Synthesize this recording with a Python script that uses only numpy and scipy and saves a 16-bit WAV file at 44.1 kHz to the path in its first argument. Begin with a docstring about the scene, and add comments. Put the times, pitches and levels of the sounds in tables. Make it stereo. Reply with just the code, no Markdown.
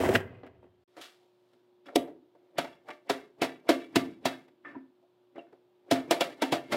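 """A steel lever under a truck is pulled from detent to detent by a cable: each detent is a short chatter of contacts,
most with one firm knock as the part seats, ringing floor pan, gearbox case and brackets; between them the linkage
drags and shakes. Before that, and a short silence, a column gear lever is rattled in the cab: contacts ring shroud
and shift tube over a low boom. Filtered noise makes the room floor, wavering sines the hum of workshop lamps."""
import sys
import numpy as np
from scipy import signal
from scipy.fft import rfft, irfft, next_fast_len
from scipy.io import wavfile

SR = 44100
rng = np.random.default_rng(int(sys.argv[2]) if len(sys.argv) > 2 else 0)


def store_wav(level_fs):
    """Save 16-bit WAV to argv[1]."""
    pcm = np.round(np.clip(np.atleast_2d(level_fs), -1, 1) * 32767)
    wavfile.write(sys.argv[1], SR, pcm.T.astype(np.int16))


N = 298116
T_S = np.arange(N) / SR
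HALF = np.array([[.5], [-.5]])   # splits a left-right difference over the channels
CAB_END_S, TRUCK_START_S = 0.84, 0.876   # silence between


def from_db(db):
    """Amplitude of a level in dB."""
    return np.exp(np.asarray(db) * (np.log(10) / 20))


def rms_one(x):
    """Scale to rms 1."""
    return x / np.sqrt(np.mean(x ** 2) + 1e-20)


def at_hz(points, hz):
    """Read a spectrum table on a log-frequency axis."""
    table_hz, values = np.transpose(points)
    return np.interp(np.log(hz), np.log(table_hz), values)


def shaped(x, gain):
    """Filter by a complex gain given as a function of Hz."""
    size = next_fast_len(N + SR)
    hz = np.maximum(np.fft.rfftfreq(size, 1 / SR), 1)
    return irfft(rfft(x, size) * gain(hz), size)[..., :N]


def band(x, low_hz, high_hz):
    """Butterworth band-pass."""
    return signal.sosfilt(signal.butter(2, [low_hz, high_hz], "band", fs=SR, output="sos"), x)


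def highpass(x, hz):
    """Second-order Butterworth high-pass."""
    return signal.sosfilt(signal.butter(2, hz, "high", fs=SR, output="sos"), x)


def wander(knots_per_s):
    """Slow random curve: normal values joined by straight lines."""
    knots = rng.standard_normal(8 * knots_per_s)
    return np.interp(T_S, np.arange(len(knots)) / knots_per_s, knots)


def held(rows, column):
    """A column's value, held from each row's start to the next."""
    starts_s, values = np.array(rows)[:, [0, column]].T
    row = np.searchsorted(starts_s - .01, T_S) - 1
    return values[np.maximum(row, 0)]


def peak(at_s, db, swell_db_per_s, fade_db_per_s):
    """Envelope that swells to one moment and fades, straight in dB."""
    t_s = T_S - at_s
    return from_db(db + np.minimum(swell_db_per_s * t_s, -fade_db_per_s * t_s))


def contacts(per_s, spread_db, shared):
    """Random clicks of uneven size; a share is heard by both ports, the rest by one only; rms 1."""
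    uneven_db = spread_db * np.minimum(rng.exponential(1, (3, N)), 4)
    sizes = from_db(uneven_db) * rng.choice([-1, 1], (3, N))
    clicks = sizes * (rng.random((3, N)) < per_s / SR)
    return rms_one(np.sqrt(shared) * clicks[0] + np.sqrt(1 - shared) * clicks[1:])


def blows(rows, column, rise_s, share=1):
    """Stereo force envelope: each blow rises quickly to its peak, then chatters out."""
    t_s = np.arange(SR // 4) / SR - .03
    out = np.zeros((2, N + SR))
    for row in rows:
        start_s, blow_db, chatter_s, left_right_db = row[0], row[1], row[4], row[5]
        decay_s = np.clip(share * chatter_s, .002, .05)
        shape = np.exp(np.minimum(t_s / rise_s, -t_s / decay_s))
        shape = shape * (1 + 0.5 * np.exp(-np.abs(t_s) / 0.00072))   # first contacts are hardest
        part_db = row[column] if column > 1 else 0   # parts are relative to the blow
        at = round((start_s + t_s[0] + rise_s) * SR)
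        out[:, at:at + len(t_s)] += from_db(blow_db + part_db + HALF * left_right_db) * shape
    return out[:, :N]


# spectrum of bare contact noise: pitch_hz [Hz], density_db [dB per Hz, relative]
TICK_SPECTRUM = [(35, -56), (60, -25.5), (118, -34.5), (227, -6.5), (458, 9.5), (579, 7.5), (1040, 4),
                 (3420, -17.5), (6000, -35), (14900, -44.5), (16000, -30.5)]


def bare(force, low_hz, high_hz, per_s, spread_db, shared):
    """Contact noise that rings nothing: clicks through one short band-limited pulse."""
    impulse = np.eye(1, N, 64)[0]
    click = shaped(impulse, lambda hz: from_db(at_hz(TICK_SPECTRUM, hz)))
    click = band(band(click, low_hz, high_hz), low_hz, high_hz)[:4096]   # twice, for steep skirts
    click = click / np.sqrt(np.sum(click ** 2))
    clicks = force * contacts(per_s, spread_db, shared)
    return signal.fftconvolve(clicks, click[None], axes=1)[:, :N]


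def resonate(x, hz, t60_s):
    """One damped mode as a two-pole resonator."""
    r, w = from_db(-60 / (t60_s * SR)), 2 * np.pi * hz / SR
    return signal.lfilter([0, np.sin(w)], [1, -2 * r * np.cos(w), r * r], x)


def ring(force, modes, per_s, spread_db, shared, favoured_hz=None, db_per_octave=0, shorter=1):
    """Contacts under a force envelope ring the modes; mode shares shift as the contact point moves."""
    hz, mode_db, t60_s = np.transpose(modes)
    t60_s = shorter * t60_s
    share_db = mode_db[:, None] + [2.5 * wander(8) for _ in modes]
    if favoured_hz is not None:
        share_db = share_db - db_per_octave * np.abs(np.log2(hz[:, None] / favoured_hz))
    share = from_db(share_db)
    loss = 1 - from_db(-60 / (t60_s * SR))
    power = np.sum(share ** 2 / (4 * loss[:, None]), axis=0)   # keeps the level when shares shift
    clicks = force * contacts(per_s, spread_db, shared) / np.sqrt(power) + 1e-18
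    return sum(resonate((-1) ** k * share[k] * clicks, hz[k], t60_s[k]) for k in range(len(modes)))


# left-right likeness of diffuse sound: pitch_hz [Hz], likeness [0 to 1]
DIFFUSE_LIKENESS = [(60, .9), (300, .85), (650, .7), (1100, .05), (15000, .02)]


def diffuse(spectrum):
    """Stereo noise of rms 1, most alike in both channels in the bass."""
    mid, side = rng.standard_normal((2, N))
    mid = shaped(mid, lambda hz: spectrum(hz) * np.sqrt(1 + at_hz(DIFFUSE_LIKENESS, hz)))
    side = shaped(side, lambda hz: spectrum(hz) * np.sqrt(1 - at_hz(DIFFUSE_LIKENESS, hz)))
    return rms_one(mid + side * [[1], [-1]])


# room floor spectrum: pitch_hz [Hz], density_db [dB per Hz, relative]
FLOOR_SPECTRUM = [(30, -53.5), (70, -29), (120, -17), (200, -12.5), (400, -12.5), (900, -14.5),
                  (2000, -26.5), (3500, -23.5), (6000, -37.5), (10000, -41.5), (14500, -37.5), (16500, -42)]


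def floor():
    """Distant room noise: diffuse noise under a fixed spectrum."""
    floor_db = -74
    return from_db(floor_db) * diffuse(lambda hz: from_db(at_hz(FLOOR_SPECTRUM, hz)))


# lamp ballast tones: pitch_hz [Hz], level_db [dB rms before waver and pan]
HUM_TONES = [(118.4, -87), (360.7, -68), (565.2, -86.5), (597.5, -86), (721.4, -94), (839.8, -101),
             (958.2, -91)]


def hum(waver_db, left_right_db):
    """Lamp ballasts: sines, each wavering in level."""
    out = 0
    for hz, level_db in HUM_TONES:
        level = np.sqrt(2) * from_db(level_db + waver_db * wander(14))
        out = out + level * np.sin(2 * np.pi * (hz * T_S + rng.random()))
    return out * from_db(HALF * left_right_db)


# reverberation before shortening: pitch_hz [Hz], t60_s [s]
REVERB_TIMES = [(80, 0.69), (250, 0.56), (700, 0.4), (2000, 0.36), (5000, 0.15), (12000, 0.3)]


def reverb(x, shorter):
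    """Diffuse noise that dies band by band, convolved with the mono source."""
    t_s = np.arange(SR // 2) / SR
    edges_hz = 28 * 2 ** np.arange(0, 9.6, .5)   # half octaves
    white = diffuse(np.ones_like)[:, :len(t_s)]
    tail = 0
    for k, (low_hz, high_hz) in enumerate(zip(edges_hz, edges_hz[1:])):
        t60_s = shorter * at_hz(REVERB_TIMES, np.sqrt(low_hz * high_hz))
        tail = tail + (-1) ** k * band(white, low_hz, high_hz) * from_db(-60 * t_s / t60_s)
    tail = tail * np.minimum(t_s / 0.019, 1)   # first reflections take a moment
    tail = tail / np.sqrt(np.sum(tail ** 2) / 2)
    return signal.fftconvolve(x.mean(0)[None], tail, axes=1)[:, :N]


# between the two microphone ports: pitch_hz [Hz], left_lead_rad [rad]
PORT_LEAD = [(100, .01), (780, -.3), (1290, -2), (4400, -9), (16000, -30)]
# between the two microphone ports: pitch_hz [Hz], left_right_db [dB]
PORT_LEVELS = [(100, 0.5), (1000, -2.5), (8000, 0)]


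def ports(x):
    """Two ports on a small housing hear a near source with different phase and level."""
    return shaped(x, lambda hz: from_db(HALF * at_hz(PORT_LEVELS, hz)) * np.exp(1j * HALF * at_hz(PORT_LEAD, hz)))


# lever sliding in the column; rows: column, metal, top, cab rumble
# sliding_db [dB], stopped_db [dB], settle_db_per_s [dB/s]
SLIDE_FORCES = [(-27, -43, 51.5), (-39.5, -59, 48), (-44.5, -72.5, 92), (-33, -40.5, 45)]
COLUMN_ROW, METAL_ROW, TOP_ROW, RUMBLE_ROW = range(4)


def sliding(layer):
    """Force of the lever sliding, stopping and settling."""
    end_s, stop_db_per_s = 0.16, 499.5
    sliding_db, stopped_db, settle_db_per_s = SLIDE_FORCES[layer]
    return peak(end_s, sliding_db, 0, stop_db_per_s) + peak(end_s, stopped_db, 0, settle_db_per_s)


# lever knocks in the column, levels before mixing: start_s [s], column_db [dB], metal_db [dB re column],
# top_db [dB re column], chatter_s [s], left_right_db [dB], favoured_hz [Hz, by the contact point]
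COLUMN_KNOCKS = [(0.032, -5, -26.5, -30, 0.003, 7, 1860), (0.058, -23.5, -6.5, -25.5, 0.0079, 10, 1840),
                 (0.088, -8, -13.5, -27.5, 0.0043, 5.5, 1360), (0.116, -22, -10.5, -29.5, 0.0023, 3, 1600),
                 (0.137, -10.5, -28.5, -19.5, 0.0097, 10, 1310), (0.148, -26, 11, -15, 0.0048, 6.5, 1920),
                 (0.152, -19, 12.5, -3.5, 0.0062, 6.5, 1980), (0.202, -27, -7.5, -22, 0.012, 4.5, 2320),
                 (0.431, -31.5, -13.5, -52.5, 0.028, 3, 1210), (0.463, -51, 4, -9, 0.0076, 9, 1954),
                 (0.627, -36, -24, -35, 0.019, 0, 1440)]
# modes of column shroud and dash: pitch_hz [Hz], level_db [dB], t60_s [s]
SHROUD_MODES = [(230, -9, .04), (288, -4, .05), (343, -6, .05), (377, -1, .05), (497, -5, .04),
                (670, -8, .04)]
# shift tube modes before shortening: pitch_hz [Hz], level_db [dB], t60_s [s]
TUBE_MODES = [(1250, -3, .02), (1600, -2, .03), (1850, -1, .02), (2040, -6, .04), (2510, -5, .025),
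              (2860, -6, .025), (3150, -7, .03), (4190, -13, .015), (4750, -11, .015)]
# modes of cab air and panels: pitch_hz [Hz], level_db [dB], t60_s [s]
CAB_MODES = [(40, -16, .12), (75, -7, .09), (108, -1, .09), (130, -3, .07), (175, -7, .07)]


def column_lever():
    """Knocks and sliding ring shroud and tube and tick bare; the slide booms in the cab below."""
    def force(column, layer):
        return from_db(-13.0) * blows(COLUMN_KNOCKS, column, rise_s=0.00078) + sliding(layer)

    clumps = from_db(1.8 * wander(120))   # the slide catches and slips
    heavy = force(1, COLUMN_ROW)
    sharp = force(2, METAL_ROW) * clumps
    sharpest = force(3, TOP_ROW) * clumps
    boom = ring(sliding(RUMBLE_ROW), CAB_MODES, 790, 5.3, 0.99)
    shroud = ring(heavy, SHROUD_MODES, 900, 0.92, 0.43)
    tube = ring(sharp, TUBE_MODES, 700, 3.2, 0.3, favoured_hz=held(COLUMN_KNOCKS, column=6),
                db_per_octave=9, shorter=0.57)
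    dull_tick = from_db(-7.5) * bare(heavy, 230, 1400, 900, spread_db=4, shared=0.19)
    bright_tick = from_db(-1.0) * bare(sharp, 1400, 7200, 4000, spread_db=6.2, shared=0.05)
    top_tick = bare(sharpest, 5500, 16860, 16000, spread_db=0.99, shared=0.34)
    return boom + shroud + tube + dull_tick + bright_tick + top_tick


# touches that set one small part ringing: start_s [s], level_db [dB before flutter], pitch_hz [Hz], t60_s [s]
TOUCHES = [(.159, -25, 4750, .012), (.203, -39, 2550, .021), (.25, -57, 2050, .6),
           (.433, -58.5, 4190, .042), (.6, -81, 3170, .9), (.63, -66, 1600, .2), (2.729, -51, 3400, .046),
           (4.652, -35.5, 1770, .15), (4.656, -37.5, 1230, .06), (4.704, -46, 1795, .1),
           (4.752, -36, 1050, .041), (4.761, -50, 1770, .13), (5.38, -50, 3050, .06),
           (5.391, -45, 2700, .06), (5.393, -51.5, 1880, .031), (5.469, -50, 1480, .041),
           (5.528, -52, 1450, .04)]


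def tinks():
    """Each touch rings one mode, fluttering and wavering in pitch as the loose part brushes its neighbour."""
    t_s = np.arange(2 * SR // 3) / SR
    out = np.zeros(N + SR)
    for start_s, level_db, hz, t60_s in TOUCHES:
        knots = rng.standard_normal((2, 100))
        flutter, waver = (np.interp(t_s, np.arange(100) / 140, k) for k in knots)
        phase = 2 * np.pi * np.cumsum(hz + 3.0 / t60_s * waver) / SR
        envelope = from_db(level_db - 60 * t_s / t60_s + 4.9 * flutter) * np.minimum(t_s / 0.003, 1)
        at = round(start_s * SR)
        out[at:at + len(t_s)] += envelope * np.sin(phase)
    return out[:N]


# detents and small linkage knocks, levels before mixing: start_s [s], case_db [dB], metal_db [dB re case],
# top_db [dB re case], chatter_s [s], left_right_db [dB], thump_db [dB re case],
# favoured_hz [Hz, by the contact point]
DETENT_BLOWS = [(0.965, -39.5, -7, -20, 0.043, -2, -7, 1770), (1.011, -55.5, 8, 5, 0.044, -3, -25, 2880),
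                (1.531, -62.5, -7, -14, 0.0088, -3.5, -4.5, 3510),
                (1.858, -44, -3, -21, 0.017, -2, -5, 3930),
                (1.883, -40.5, -15, -42, 0.01, -24.5, -13.5, 1400),
                (1.956, -9, -25.5, -15.5, 0.0042, 11.5, -8.5, 2020),
                (2.072, -43.5, -21, -35, 0.023, -16, -14, 1876),
                (2.349, -46, -21, -38, 0.0056, -6.5, -13.5, 2004),
                (2.581, -13.5, -6.5, -18, 0.0097, -1.5, -13, 3540),
                (2.642, -33.5, -10, -29.5, 0.0091, -17.5, -17, 2070),
                (2.884, -32.5, -6, -30.5, 0.0071, -3, -20, 1540),
                (2.904, -50.5, 3, -21.5, 0.0059, -35.5, -14, 2090),
                (3.095, -13.5, -6.5, -17.5, 0.013, -5, -10.5, 1440),
                (3.416, -11.5, -9, -19, 0.015, -2, -12.5, 2500),
                (3.444, -40, -12, -21.5, 0.0057, -39, -12.5, 1600),
                (3.669, -43, -23, -32, 0.0018, -9, -12, 2020),
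                (3.689, -9, -5.5, -17, 0.013, -2.5, -7, 1650), (3.956, -8, -8.5, -17, 0.0097, -2, -7, 2460),
                (4.253, -12.5, -8, -16, 0.012, -3.5, -9, 2940),
                (4.479, -49, -11, -27, 0.0078, -5.5, -4, 2680),
                (4.646, -45.5, 4, -44.5, 0.06, -3.5, -6.5, 1640),
                (4.746, -43.5, -15.5, -62.5, 0.014, -16, -1, 1657),
                (5.026, -53, -25.5, -35.5, 0.013, -4.5, -6.5, 1583),
                (5.356, -37, -8.5, -40, 0.012, -1, -5.5, 2090),
                (5.378, -28, -22, -47.5, 0.011, -3.5, -12.5, 2800),
                (5.526, -40, -19, -38, 0.0075, -2.5, -11.5, 1408),
                (5.91, -11.5, -9.5, -14, 0.014, -0.5, -8, 2610),
                (5.951, -33.5, -0.5, -23, 0.03, 3, -7.5, 2200),
                (6.108, -8, -9, -16.5, 0.012, -1.5, -13.5, 1700),
                (6.206, -10, -6.5, -17.5, 0.01, 2.5, -13.5, 2570),
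                (6.418, -12.5, -8, -19, 0.013, -2.5, -10.5, 2900),
                (6.52, -12, -9, -19.5, 0.017, -1.5, -9, 2900),
                (6.718, -21.5, -3.5, -17, 0.022, -4.5, -13, 1950),
                (6.745, -48, -41, -48, 0.0085, 14, -13, 1960)]
# cable strokes, levels before mixing: peak_s [s], case_db [dB], metal_db [dB re case],
# swell_db_per_s [dB/s], fade_db_per_s [dB/s]
CABLE_DRAGS = [(1.04, -68.5, 7, 73, 170), (1.232, -53.5, -21.5, 198, 168.5), (1.552, -66, -9.5, 35, 46),
               (1.896, -55.5, -12.5, 475.5, 598.5), (2.51, -53.5, -19, 56, 299.5),
               (2.886, -30, -22, 544, 406), (4.668, -59, -9.5, 507, 124.5), (4.748, -47.5, -29, 146.5, 260),
               (5.238, -76, -21, 23.5, 65), (5.37, -76, -12.5, 901.5, 67), (5.542, -67, -23, 57, 178),
               (5.889, -57, -15.5, 73.5, 202), (6.731, -10.5, -18, 919, 400)]


def rubbing():
    """Forces of a faint swell just before each blow, loose linkage shaking after it, and cable strokes."""
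    shake_delay_s, shake_case_db, shake_metal_db = 0.033, -20, -20.5   # case re blow, metal re its tick
    lead_s, lead_case_db, lead_metal_db, lead_db_per_s = 0.024, -25, -52, 803   # both re blow
    case = shaken = rubbed = 0
    for start_s, blow_db, metal_db, *_ in DETENT_BLOWS:
        shake_s, swell_s = start_s + shake_delay_s, start_s - lead_s
        case = case + peak(shake_s, blow_db + shake_case_db, 800, 165.5)
        case = case + peak(swell_s, blow_db + lead_case_db, lead_db_per_s, 800)
        shaken = shaken + peak(shake_s, blow_db + metal_db + shake_metal_db, 660, 180.5)
        rubbed = rubbed + peak(swell_s, blow_db + lead_metal_db, lead_db_per_s, 800)
    for peak_s, case_db, metal_db, swell_db_per_s, fade_db_per_s in CABLE_DRAGS:
        case = case + peak(peak_s, case_db, swell_db_per_s, fade_db_per_s)
        rubbed = rubbed + peak(peak_s, case_db + metal_db, swell_db_per_s, fade_db_per_s)
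    return case, shaken, rubbed


# firm contact inside a chatter: start_s [s], case_db [dB], metal_db [dB re case], rebound_db [dB re seat]
SEAT_KNOCKS = [(1.958, -18.5, -0.5, -6), (2.587, -20.5, -15, -10), (2.905, -43, 11, -17),
               (3.101, -18.5, -7, -10), (3.421, -24.5, -13, -6.5), (3.442, -29.5, 6, -8),
               (3.692, -15, -17, -5), (3.958, -16.5, -12, -8), (4.256, -17.5, -7.5, -12.5),
               (5.914, -16, -6.5, -2.5), (6.110, -16, -10, -1), (6.210, -20.5, -12, 2),
               (6.422, -21.5, 0, -11), (6.526, -17, -4.5, -4), (6.745, -22.5, -16, -17)]
# body loading by lever position: start_s [s], pan_favoured_hz [Hz], case_favoured_hz [Hz]
LEVER_LOADING = [(0.9, 393, 770), (1.85, 345, 590), (2.58, 340, 760), (3.09, 421, 675), (3.69, 317, 640),
                 (3.95, 276, 650), (4.25, 340, 660), (4.64, 287.4, 630), (5.36, 362, 500),
                 (5.91, 316.5, 670), (6.1, 335, 670), (6.2, 424, 600), (6.41, 380, 820), (6.52, 358, 670),
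                 (6.71, 386, 610)]
# floor pan modes before shortening: pitch_hz [Hz], level_db [dB], t60_s [s]
PAN_MODES = [(72, -8, .2), (118, -3, .18), (175, -9, .1), (232, -7, .1), (264, -7, .22), (290, -3, .11),
             (340, 0, .07), (376, -4, .07), (413, -4, .07)]
# gearbox case modes before shortening: pitch_hz [Hz], level_db [dB], t60_s [s]
CASE_MODES = [(525, -14, .06), (576, -1, .06), (603, -13, .25), (665, -6, .06), (686, -2, .08),
              (725, -3, .06), (765, -8, .07), (895, -6, .09), (948, -9, .1)]
# lever and bracket modes before scaling: pitch_hz [Hz], level_db [dB], t60_s [s]
METAL_MODES = [(1170, -1, .08), (1380, -3, .03), (1610, -3, .04), (1770, -4, .07), (1970, -3, .04),
               (2140, -5, .11), (2305, -5, .09), (2600, -4, .03), (2740, -6, .05), (2960, -6, .04),
               (3385, -4, .045), (3800, -7, .05), (4650, -8, .03), (5340, -9, .035)]


def seats():
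    """A seat and its rebound strike all modes at once, most strongly those favoured at that moment."""
    rebound_s, pan_db, ring_share, spread_db = .006, -9, 0.68, 0.5   # pan re case; spread over modes
    start_s, case_db, metal_db, rebound_db = np.transpose(SEAT_KNOCKS)
    at = np.round(start_s * SR).astype(int)
    rebound_at = at + round(rebound_s * SR)
    parts = ((PAN_MODES, pan_db, held(LEVER_LOADING, column=1)),
             (CASE_MODES, 0, held(LEVER_LOADING, column=2)),
             (METAL_MODES, metal_db, held(DETENT_BLOWS, column=7)))
    out = 0
    for modes, part_db, favoured_hz in parts:
        hz, mode_db, t60_s = np.transpose(modes)
        share = from_db(mode_db - 4.1 * np.abs(np.log2(hz / favoured_hz[at, None])))
        gain = 2 * from_db(case_db + part_db)[:, None] * share / share.sum(1, keepdims=True)
        spread = from_db(spread_db * rng.standard_normal((len(at), len(modes), 2)))
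        for k in range(len(modes)):
            clicks = np.full(N + SR, 1e-18)
            clicks[at] += gain[:, k] * spread[:, k, 0]
            clicks[rebound_at] += gain[:, k] * spread[:, k, 1] * from_db(rebound_db)
            out = out + resonate(clicks[:N], hz[k], ring_share * t60_s[k])
    return band(band(out, 210, 7000), 210, 7000)


def linkage():
    """Heavy contacts thump the floor pan and ring the case, sharp ones the brackets; the sharpest only tick."""
    pan_ring, case_ring, metal_ring = .85, 1, .9   # share of t60 left by dirt and grease
    shake, shaken, rubbed = rubbing()
    shaken = shaken * from_db(2.3 * wander(90))   # rattling comes in clusters
    pan_hz, case_hz = held(LEVER_LOADING, column=1), held(LEVER_LOADING, column=2)
    metal_hz = held(DETENT_BLOWS, column=7)

    # the pan feels only the first part of a chatter
    thump = from_db(2.5) * blows(DETENT_BLOWS, column=6, rise_s=0.00082, share=.5)
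    thump = thump + from_db(held(DETENT_BLOWS, column=6) - 0.5) * shake
    heavy = from_db(-11.0) * blows(DETENT_BLOWS, column=1, rise_s=0.00037) + from_db(-18.5) * shake
    sharp = from_db(-6.5) * blows(DETENT_BLOWS, column=2, rise_s=0.0029)
    sharp = sharp + from_db(-14) * shaken + from_db(-9.5) * rubbed
    sharpest = from_db(3.5) * blows(DETENT_BLOWS, column=3, rise_s=0.0019)
    sharpest = sharpest + from_db(0.24 * held(DETENT_BLOWS, column=3) - 5) * (shaken + rubbed)
    struck = from_db(-11.0) * blows(DETENT_BLOWS, column=2, rise_s=0.0075) + from_db(-12.5) * rubbed

    pan = ring(thump, PAN_MODES, 1500, 3.9, 1.0, favoured_hz=pan_hz, db_per_octave=14.5, shorter=pan_ring)
    case = ring(heavy, CASE_MODES, 2000, 0.7, 0.94, favoured_hz=case_hz, db_per_octave=20.5, shorter=case_ring)
    case = band(case, 160, 1600)
    metal = ring(struck, METAL_MODES, 4000, 2.5, .45, favoured_hz=metal_hz, db_per_octave=11, shorter=metal_ring)
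    # shaking favours one pitch and lets the metal ring longer
    metal = metal + ring(from_db(-3.5) * shaken, METAL_MODES, 460, 6, 0.2, favoured_hz=2150,
                         db_per_octave=3, shorter=1.7)
    metal = band(metal, 900, 5500)
    dull_tick = from_db(-2.0) * bare(heavy, 210, 1100, 1800, spread_db=3.5, shared=0.78)
    bright_tick = bare(sharp, 1200, 2800, 1800, spread_db=4.6, shared=0.074)
    top_tick = bare(sharpest, 3620, 15000, 8000, spread_db=4.1, shared=0.077)
    near = seats() + pan + case + metal + dull_tick + bright_tick + top_tick
    return highpass(near, 75)   # little deep bass remains


def scene():
    """Cab, silence, then under the truck."""
    cab_reverb_db, shop_reverb_db, cab_shelter_db = -20.5, -15, -2.5
    in_cab = T_S < TRUCK_START_S
    cab = column_lever()
    under = linkage() + tinks() * [[1], [1]]   # tinks sound in both places
    cab = ports(cab) + from_db(cab_reverb_db) * reverb(cab, 0.95)
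    under = ports(under) + from_db(shop_reverb_db) * reverb(under, 0.85)
    shop = floor() + hum(waver_db=1.5, left_right_db=-3.0)
    shop = from_db(cab_shelter_db * in_cab) * shop   # the cab muffles the workshop
    outside_silence_s = np.maximum(CAB_END_S - T_S, T_S - TRUCK_START_S)
    sounding = np.clip(outside_silence_s / 0.0036, 0, 1)
    return sounding * (cab * in_cab + under + shop)


def record(dry):
    """The deepest bass is lost, peaks are rounded, a faint self-noise is added, the top is cut."""
    ceiling, hiss_db, cutoff_hz = .65, -105, 16900   # ceiling in full scale
    dry = highpass(dry, 70)
    dry = ceiling * np.tanh(dry / ceiling)
    hiss = from_db(hiss_db) * rng.standard_normal(dry.shape)
    return signal.sosfilt(signal.cheby2(12, 70, cutoff_hz, fs=SR, output="sos"), dry + hiss)


dry = scene()
out = record(dry)
store_wav(out)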